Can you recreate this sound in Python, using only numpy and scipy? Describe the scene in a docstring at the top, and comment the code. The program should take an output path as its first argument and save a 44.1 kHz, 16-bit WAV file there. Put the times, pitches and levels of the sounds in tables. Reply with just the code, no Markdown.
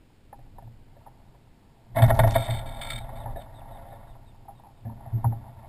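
"""A headsail unrolls on a sailing boat in gusty wind: the cloth slaps and tugs the rig, which booms.
A line rubs over the deck gear, rasps out in bursts and turns a squeaking sheave (a pulley wheel).
Blocks (pulleys) knock, and gusts rock the hull. The slaps, knocks and rubbing ring through the deck
into a closed camera housing fixed on it. The recorder holds each sample at a low rate,
which adds a glassy treble."""
import sys
import numpy as np
from scipy import signal
from scipy.fft import rfft, irfft
from scipy.io import wavfile
from scipy.ndimage import uniform_filter1d

SR = 44100
rng = np.random.default_rng(int(sys.argv[2]) if len(sys.argv) > 2 else 0)


def transcribe(signal):
    """Save signal, clipped to [-1, 1], as a 16-bit WAV file at the path in sys.argv[1]."""
    frames = np.atleast_2d(signal).T
    limited = np.clip(frames, -1, 1)
    pcm = np.round(limited * 32767).astype(np.int16)
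    wavfile.write(sys.argv[1], SR, pcm)


N = 250664
T = np.arange(N) / SR


def from_db(db):
    """Turn decibels into a number to multiply by."""
    return 10 ** (np.asarray(db) / 20)


def unit_power(x):
    """Scale a signal so that its average power is one."""
    return x / np.sqrt(np.mean(x ** 2) + 1e-20)


def evened(x, seconds):
    """Even out the loudness: keep the power near one over each stretch of this length."""
    return x / np.sqrt(np.abs(uniform_filter1d(x ** 2, int(seconds * SR))) + 1e-12)


def at_level(hit, db):
    """Scale a hit so that its loudest hundredth of a second has this level."""
    return hit * from_db(db) / np.sqrt(uniform_filter1d(hit ** 2, SR // 100).max())


def below_peak(curve):
    """Join (time, level) points with straight lines and shift the top to 0 dB."""
    db = np.interp(T, *np.transpose(curve))
    return db - db.max()


def add(track, start_s, sound):
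    """Mix a sound into a track at the given time."""
    at = int(start_s * SR)
    track[at:at + len(sound)] += sound[:N - at]


def lowpass(x, hz, order=2):
    """Dull a sound by turning down what lies above hz."""
    return signal.sosfilt(signal.butter(order, min(hz, .45 * SR), fs=SR, output="sos"), x)


def drift(rate_hz):
    """A smooth random wobble, typically of size one, that changes at about this rate."""
    hz = np.fft.rfftfreq(N, 1 / SR)
    return unit_power(irfft(rfft(rng.standard_normal(N)) / (1 + (hz / rate_hz) ** 2) ** 2, N))


def resonate(x, modes):
    """Ring an object's modes, its natural notes (pitch, width, gain), adding them with alternate signs."""
    out = 0
    for k, (hz, width, db) in enumerate(modes):
        r = np.exp(-np.pi * width / SR)
        poles = [1, -2 * r * np.cos(2 * np.pi * hz / SR), r * r]
        ringing = signal.lfilter([1, 0, -1], poles, x + 1e-18)
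        out = out + (-1) ** k * from_db(db) * (1 - r * r) / 2 * ringing
    return out


# how hard the wind pushes on the boat, used relative to its peak: t/s, level/dB
WIND_LOAD = [(0.0, -69), (0.43, -47), (1.83, -57.5), (1.99, -31.5), (2.09, -21), (2.4, -33.5), (2.44, -39),
             (2.5, -30), (2.69, -37), (2.74, -41), (3.34, -38.5), (3.49, -45.5), (3.54, -42.5),
             (4.76, -51.5), (4.84, -45.5), (5.09, -43), (5.14, -38.5), (5.68, -43.5)]
# low notes of the hull: f/Hz, width/Hz, gain/dB
HULL_MODES = [(22.8, 4.1, 8.5), (51.5, 13, -12)]
# low notes of the rig (the mast and its wires): f/Hz, width/Hz, gain/dB
RIG_MODES = [(77.8, 23.6, 0.5), (121.5, 11.7, 5.5), (152.4, 48, -11.5), (222.6, 12.8, -6.5),
             (279, 16.7, -13.5), (420, 17, -22)]
# tone of the steady air and hiss: f/Hz, relative level/dB
AIR_SPECTRUM = [(25, -5.5), (55, -12), (250, -17), (500, -25), (900, -34), (1300, -35.5), (2500, -36.5),
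                (5500, -41.5)]


def wind():
    """Gusts rock the hull and, with the sail's tugs, keep the rig rumbling, over steady air."""
    load_db = below_peak(WIND_LOAD)
    eddies_db = 3.5 * drift(3.2)  # swirls of air make the sway uneven
    hull = lowpass(resonate(rng.standard_normal(N), HULL_MODES), hz=92)
    sway = from_db(-20.5 + 1.237 * load_db + eddies_db) * evened(hull, seconds=0.1)

    tugging, _ = tug_swings()
    shaking = np.hypot(from_db(-22.5 + 1.15 * load_db), from_db(-10.5) * tugging)
    rig = lowpass(resonate(rng.standard_normal(N), RIG_MODES), hz=474, order=4)
    rumble = shaking * evened(rig, seconds=0.1)

    hz, db = np.transpose(AIR_SPECTRUM)
    tone = from_db(np.interp(np.log(np.fft.rfftfreq(N, 1 / SR) + 1), np.log(hz), db))
    air = from_db(-56) * unit_power(irfft(rfft(rng.standard_normal(N)) * tone, N))
    return sway + rumble + air


# pitches that the deck hardly lets through: f/Hz, width/Hz
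DECK_DEAD_SPOTS = [(340, 190), (445, 16), (1240, 19), (1530, 216), (2820, 400)]


def dead_spots(x):
    """Between its ringing notes the deck swallows some pitches."""
    for hz, width in DECK_DEAD_SPOTS:
        x = signal.lfilter(*signal.iirnotch(hz, hz / width, fs=SR), x)
    return x


# ringing notes of the deck and camera housing: f/Hz, width/Hz, gain/dB
DECK_MODES = [(259, 117, -12), (412.5, 26, -17.5), (538, 14.5, -4.5), (675.6, 53.3, 0), (806, 20, -1.5),
              (899, 62.5, -4.5), (1164, 92, -16.5), (1340, 26, -12.5), (1454, 24, -9.5), (1630, 143, -16.5),
              (1873, 43, -13), (2017, 108, -20), (2205, 33, -15.5), (2536, 100, -30.5), (3050, 83, -21.5),
              (3565, 165, -18.5)]


def deck(x):
    """A vibration makes the deck ring on its way to the microphone."""
    return dead_spots(resonate(x, DECK_MODES))


def tiny_clicks(per_s, spread_db):
    """Many random clicks of uneven size, as when rope fibres catch and let go."""
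    clicks = rng.random(N) < per_s / SR
    return unit_power(clicks * rng.standard_normal(N) * from_db(spread_db * drift(78)))


# how strongly the line runs, used relative to its peak: t/s, level/dB
LINE_RUN = [(0.0, -77), (0.43, -72), (0.93, -69), (1.09, -63.5), (1.44, -70.5), (1.98, -64.5), (2.01, -50),
            (2.12, -40), (2.15, -29.5), (2.34, -36.5), (2.42, -32.5), (2.56, -40.5), (3.01, -44.5),
            (3.18, -42), (3.51, -53), (3.83, -46), (4.29, -63.5), (4.78, -64), (4.92, -61), (5.05, -55.5),
            (5.22, -53.5), (5.47, -57), (5.68, -52.5)]


def running_line():
    """Braided rope rubs over the deck gear, throbbing as its strands pass; slow rubbing is duller."""
    run_db = -32 + 0.95 * below_peak(LINE_RUN)
    friction = tiny_clicks(per_s=4000, spread_db=1.0)
    slow = evened(deck(resonate(friction, [(870, 630, 0)])), seconds=0.087)
    fast = evened(deck(lowpass(friction, hz=1340, order=1)), seconds=0.041)
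    speed = np.clip((run_db + 62.5) / 12, .1, 1)
    throb_db = 1.6 * drift(30)
    return from_db(run_db + throb_db) * (np.sqrt(speed) * fast + np.sqrt(1 - speed) * slow)


def blow(fade_s, snap):
    """The force of a hit: one sharp push, sized by snap, then chatter that dies away."""
    decay = np.exp(-T[:SR // 5] / fade_s)
    force = rng.standard_normal(len(decay)) * decay
    force[0] += snap * np.linalg.norm(force)
    flat = irfft(np.exp(1j * np.angle(rfft(force))), len(decay))  # all pitches equally strong
    return flat * np.sqrt(decay)


def loose_taps(per_s=7.4, fade_s=0.011, hz=848, hollow_db=-19.5):
    """Loose gear taps unevenly, louder while the line runs; gives extra rows for the knocks below."""
    run_db, rows = below_peak(LINE_RUN), []
    for k, (timing, strength, pitch) in enumerate(rng.uniform(-1.1, 1, size=(64, 3))):
        start_s = (k + 1 + timing / 2) / per_s
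        if start_s < T[-1]:
            db = -40 + 0.57 * run_db[int(start_s * SR)] + 3.5 * strength
            rows.append((start_s, db, fade_s, hz * (1 + .12 * pitch), hollow_db))
    return rows


# notes of the hollow spar (a pole) that the blocks hit: f/Hz, width/Hz, gain/dB
SPAR_MODES = [(262, 56, -13), (570, 30.4, 2), (1640, 48, -23), (1740, 58, -14)]
# blocks and shackles knocking: t/s, level/dB, fade/s, f/Hz, hollow ring/dB
BLOCK_KNOCKS = [(.327, -40.5, 0.0071, 880, -9), (.386, -53.5, 0.019, 755, -4),
                (.583, -42, 0.0048, 886, -11), (.622, -50.5, 0.0033, 640, -7), (.673, -56, 0.0049, 780, -6),
                (.966, -53, 0.0092, 635, -1), (1.062, -45.5, 0.011, 894, -10.5),
                (1.346, -57, .006, 980, -5), (3.091, -40, 0.0072, 790, -25),
                (3.258, -32.5, 0.03, 850, -10.5), (3.358, -35, 0.039, 670, -2.5),
                (3.615, -46, .005, 740, -22.5), (3.756, -43, 0.0064, 810, -30),
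                (3.92, -43.5, 0.046, 706, -2), (4.481, -39.5, 0.021, 814, -25),
                (4.596, -51.5, 0.0024, 930, -20), (4.635, -50, 0.068, 878, -15),
                (4.851, -46.5, 0.061, 686, -2), (4.895, -45, 0.03, 910, -18), (5.006, -48, .008, 850, -13),
                (5.056, -43.5, 0.014, 740, -13), (5.242, -24, 0.0083, 900, -20),
                (5.323, -38, 0.0077, 817, -11.5), (5.462, -49.5, 0.037, 870, -30)]


def blocks():
    """A block's short woody note is heard directly and through the deck; some hits ring the spar too."""
    out = np.zeros(N)
    for start_s, db, fade_s, hz, hollow_db in BLOCK_KNOCKS + loose_taps():
        force = blow(fade_s, snap=0.34)
        note = resonate(force, [(hz, 130, 0)])
        direct = resonate(note, [(906.4, 107, -0.5)])
        hollow = from_db(hollow_db) * resonate(force, SPAR_MODES)
        knock = lowpass(deck(note) + direct + hollow, hz=2100, order=3)
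        add(out, start_s, at_level(knock, db))
    return out


# the sail pulling on the rig: t/s, level/dB, hold/s, overtone relative to that level/dB
RIG_TUGS = [(0.619, -43.5, 0.066, -22.5), (1.955, -25, 0.051, -9.5), (2.018, -13, .004, -30),
            (2.199, -17.5, 0.057, -41), (2.356, -24, 0.0044, -36), (2.492, -26.5, .04, -30),
            (2.924, -35, 0.042, -19), (3.171, -40.5, 0.11, -20), (3.874, -43, 0.04, -33),
            (4.848, -32, .004, -6.5), (5.064, -38, .01, -30), (5.126, -24.5, 0.022, -28.5),
            (5.243, -20.5, 0.025, -20)]


def tug_swings(swell_s=0.014, fade_s=0.044, overtone_lag_s=0.011):
    """How far the rig swings at its booming note and its overtone: each tug swells, holds and fades."""
    power, overtone_power = np.zeros(N), np.zeros(N)
    t = T[:SR // 2]
    for start_s, db, hold_s, overtone_db in RIG_TUGS:
        rise = np.sin(np.pi / 2 * np.minimum(t / swell_s, 1))
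        fall = np.exp(-np.maximum(t - swell_s - hold_s, 0) / fade_s)
        swing = from_db(db) * rise * fall
        add(power, start_s, swing ** 2)
        add(overtone_power, start_s + overtone_lag_s, (swing * from_db(overtone_db)) ** 2)
    return np.sqrt(power), np.sqrt(overtone_power)


def rig_boom(hz=114.5):
    """Tugs sound a deep note in the tight rig; its pitch wavers with the tension."""
    swing, overtone = tug_swings()
    phase = 2 * np.pi * np.cumsum(hz * (1 + 0.0254 * drift(25.94))) / SR
    return np.sqrt(2) * (swing * np.sin(phase) + overtone * np.sin(2 * phase + 1.3 * drift(45)))


# notes of the stay, the wire that carries the sail: f/Hz, width/Hz, gain/dB
STAY_MODES = [(650, 44, 3.5), (1930, 920, 3.5)]
# the cloth snapping tight: t/s, crack level/dB, thud level/dB, fade/s
SAIL_SLAPS = [(1.947, -46, -36.5, 0.043), (1.961, -28, -24.5, 0.045), (1.986, -25.5, -26.5, 0.012),
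              (2.0205, -24.5, -28.5, 0.004), (2.038, -22.5, -45, 0.018), (2.080, -30, -52, 0.014),
              (2.0954, -25.5, -18, 0.0067), (2.1905, -14.5, -19.5, 0.0025), (2.2275, -48, -19.5, 0.013),
              (2.264, -48, -27, 0.0089), (2.351, -25.5, -15, .0055), (2.479, -38, -28, 0.0091)]


def sail(crack_cutoff_hz=4320, thud_cutoff_hz=670, thud_delay_s=.007):
    """Each slap is a bright crack and then a dull thud; both jolt the stay and the deck."""
    out = np.zeros(N)
    for start_s, crack_db, thud_db, fade_s in SAIL_SLAPS:
        crack = (start_s, crack_db, crack_cutoff_hz)
        thud = (start_s + thud_delay_s, thud_db, thud_cutoff_hz)
        for at_s, db, cutoff_hz in (crack, thud):
            force = blow(fade_s, snap=0.38)
            for mode in STAY_MODES:  # the stay adds its own notes to the jolt
                force = force + resonate(force, [mode])
            slap = deck(lowpass(force, cutoff_hz, order=1))
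            add(out, at_s, at_level(slap, db))
    return out


# notes of the tight line in its lead, the guide it runs through: f/Hz, width/Hz, gain/dB
LEAD_MODES = [(1366, 43, 10.5), (1647, 33, 9.5), (2064, 496, 2.5), (2307, 51, 12.5), (2760, 33, -14),
              (3190, 370, 1), (3540, 61, 12), (3660, 46, 15.5), (4260, 55, 2.5), (4370, 290, -3)]
# bursts of slipping: t/s, level before the starting boost/dB, length/s
LINE_SLIPS = [(2.016, -40, 0.013), (2.19, -39, 0.0045), (2.283, -52.5, 0.064), (2.34, -41, 0.13),
              (2.496, -43.5, .1), (2.657, -52, .14), (2.809, -43.5, 0.091), (2.897, -42, 0.084),
              (3.152, -59, 0.019), (3.397, -63.5, 0.032)]


def slipping_line(boost_db=9.5, boost_s=0.026, judder_hz=46.68):
    """The line is loudest as it breaks loose, then rasps through its lead with a judder and stops."""
    loudness = np.zeros(N)
    t = T[:SR // 4]
    breakaway_db = boost_db * np.exp(-t / boost_s)
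    rise = np.minimum(t / 0.0073, 1)
    for start_s, db, length_s in LINE_SLIPS:
        fall = np.exp(-np.maximum(t - length_s, 0) / 0.016)
        add(loudness, start_s, from_db(db + breakaway_db) * rise * fall)
    # the line sticks and slips at a wandering rate
    cycles = np.cumsum(judder_hz * (1 + 0.251 * drift(29.5))) / SR
    judder = from_db(3 * np.sin(2 * np.pi * cycles))
    rasp = dead_spots(resonate(tiny_clicks(per_s=2500, spread_db=2.0), LEAD_MODES))
    return loudness * judder * evened(rasp, seconds=0.022)


# one squeak for each turn of the wheel: t/s, gain/dB
SHEAVE_SQUEAKS = [(2.98, -53), (3.17, -55), (3.355, -54.5), (3.539, -56.5), (3.708, -60.5), (3.894, -64),
                  (4.066, -65), (4.25, -65), (4.543, -67), (4.745, -72), (5.19, -73)]


def sheave(pitch_hz=3750, length_s=0.081):
    """The dry axle sings once a turn: the pitch leaps up, sags, and drops as it lets go."""
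    out = np.zeros(N)
    waver = drift(560)
    scrape = from_db(2.0 * drift(200))
    progress = np.linspace(0, 1, int(length_s * SR))
    glide_hz = pitch_hz * np.interp(progress, [0, .12, .45, .8, 1], [0.97, 1.01, .99, .945, 0.32])
    swell = np.interp(progress, [0, .15, .4, .75, 1], [.1, 0.55, 0.73, 0.54, 0.31])
    scratchiness = 0.061 * (1.02 - swell)  # the note is steadiest where it is loudest
    for start_s, db in SHEAVE_SQUEAKS:
        at = int(start_s * SR)
        hz = glide_hz * (1 + scratchiness * waver[at:at + len(progress)])
        add(out, start_s, from_db(db) * swell * np.sin(2 * np.pi * np.cumsum(hz) / SR))
    return out * scrape


def scene():
    """All the sounds meet in one microphone."""
    return (sail() + blocks() + rig_boom() + running_line() + slipping_line() + sheave() + wind())[None]


def record(dry, low_rate_hz=12000, repeats=4):
    """Holding low-rate samples mirrors the sound into a glassy treble; long loud swings crackle faintly."""
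    narrow = lowpass(dry, hz=5600, order=10)
    low_rate = signal.resample_poly(narrow, low_rate_hz, SR, axis=1)
    held = np.repeat(low_rate, repeats, axis=1)
    glassy = signal.resample_poly(held, SR, repeats * low_rate_hz, axis=1)[:, :N]
    # loudness over about the last eighth of a second
    loudness = np.sqrt(np.abs(signal.lfilter([8 / SR], [1, 8 / SR - 1], glassy ** 2)))
    overload = np.maximum(loudness - from_db(-22), 0)
    crackle = from_db(-23) * overload * lowpass(tiny_clicks(per_s=1400, spread_db=8.5), hz=6840)
    treble_cut = signal.ellip(10, .2, 80, 15300, fs=SR, output="sos")
    return signal.sosfilt(treble_cut, glassy + crackle)


dry = scene()
out = record(dry)
transcribe(out)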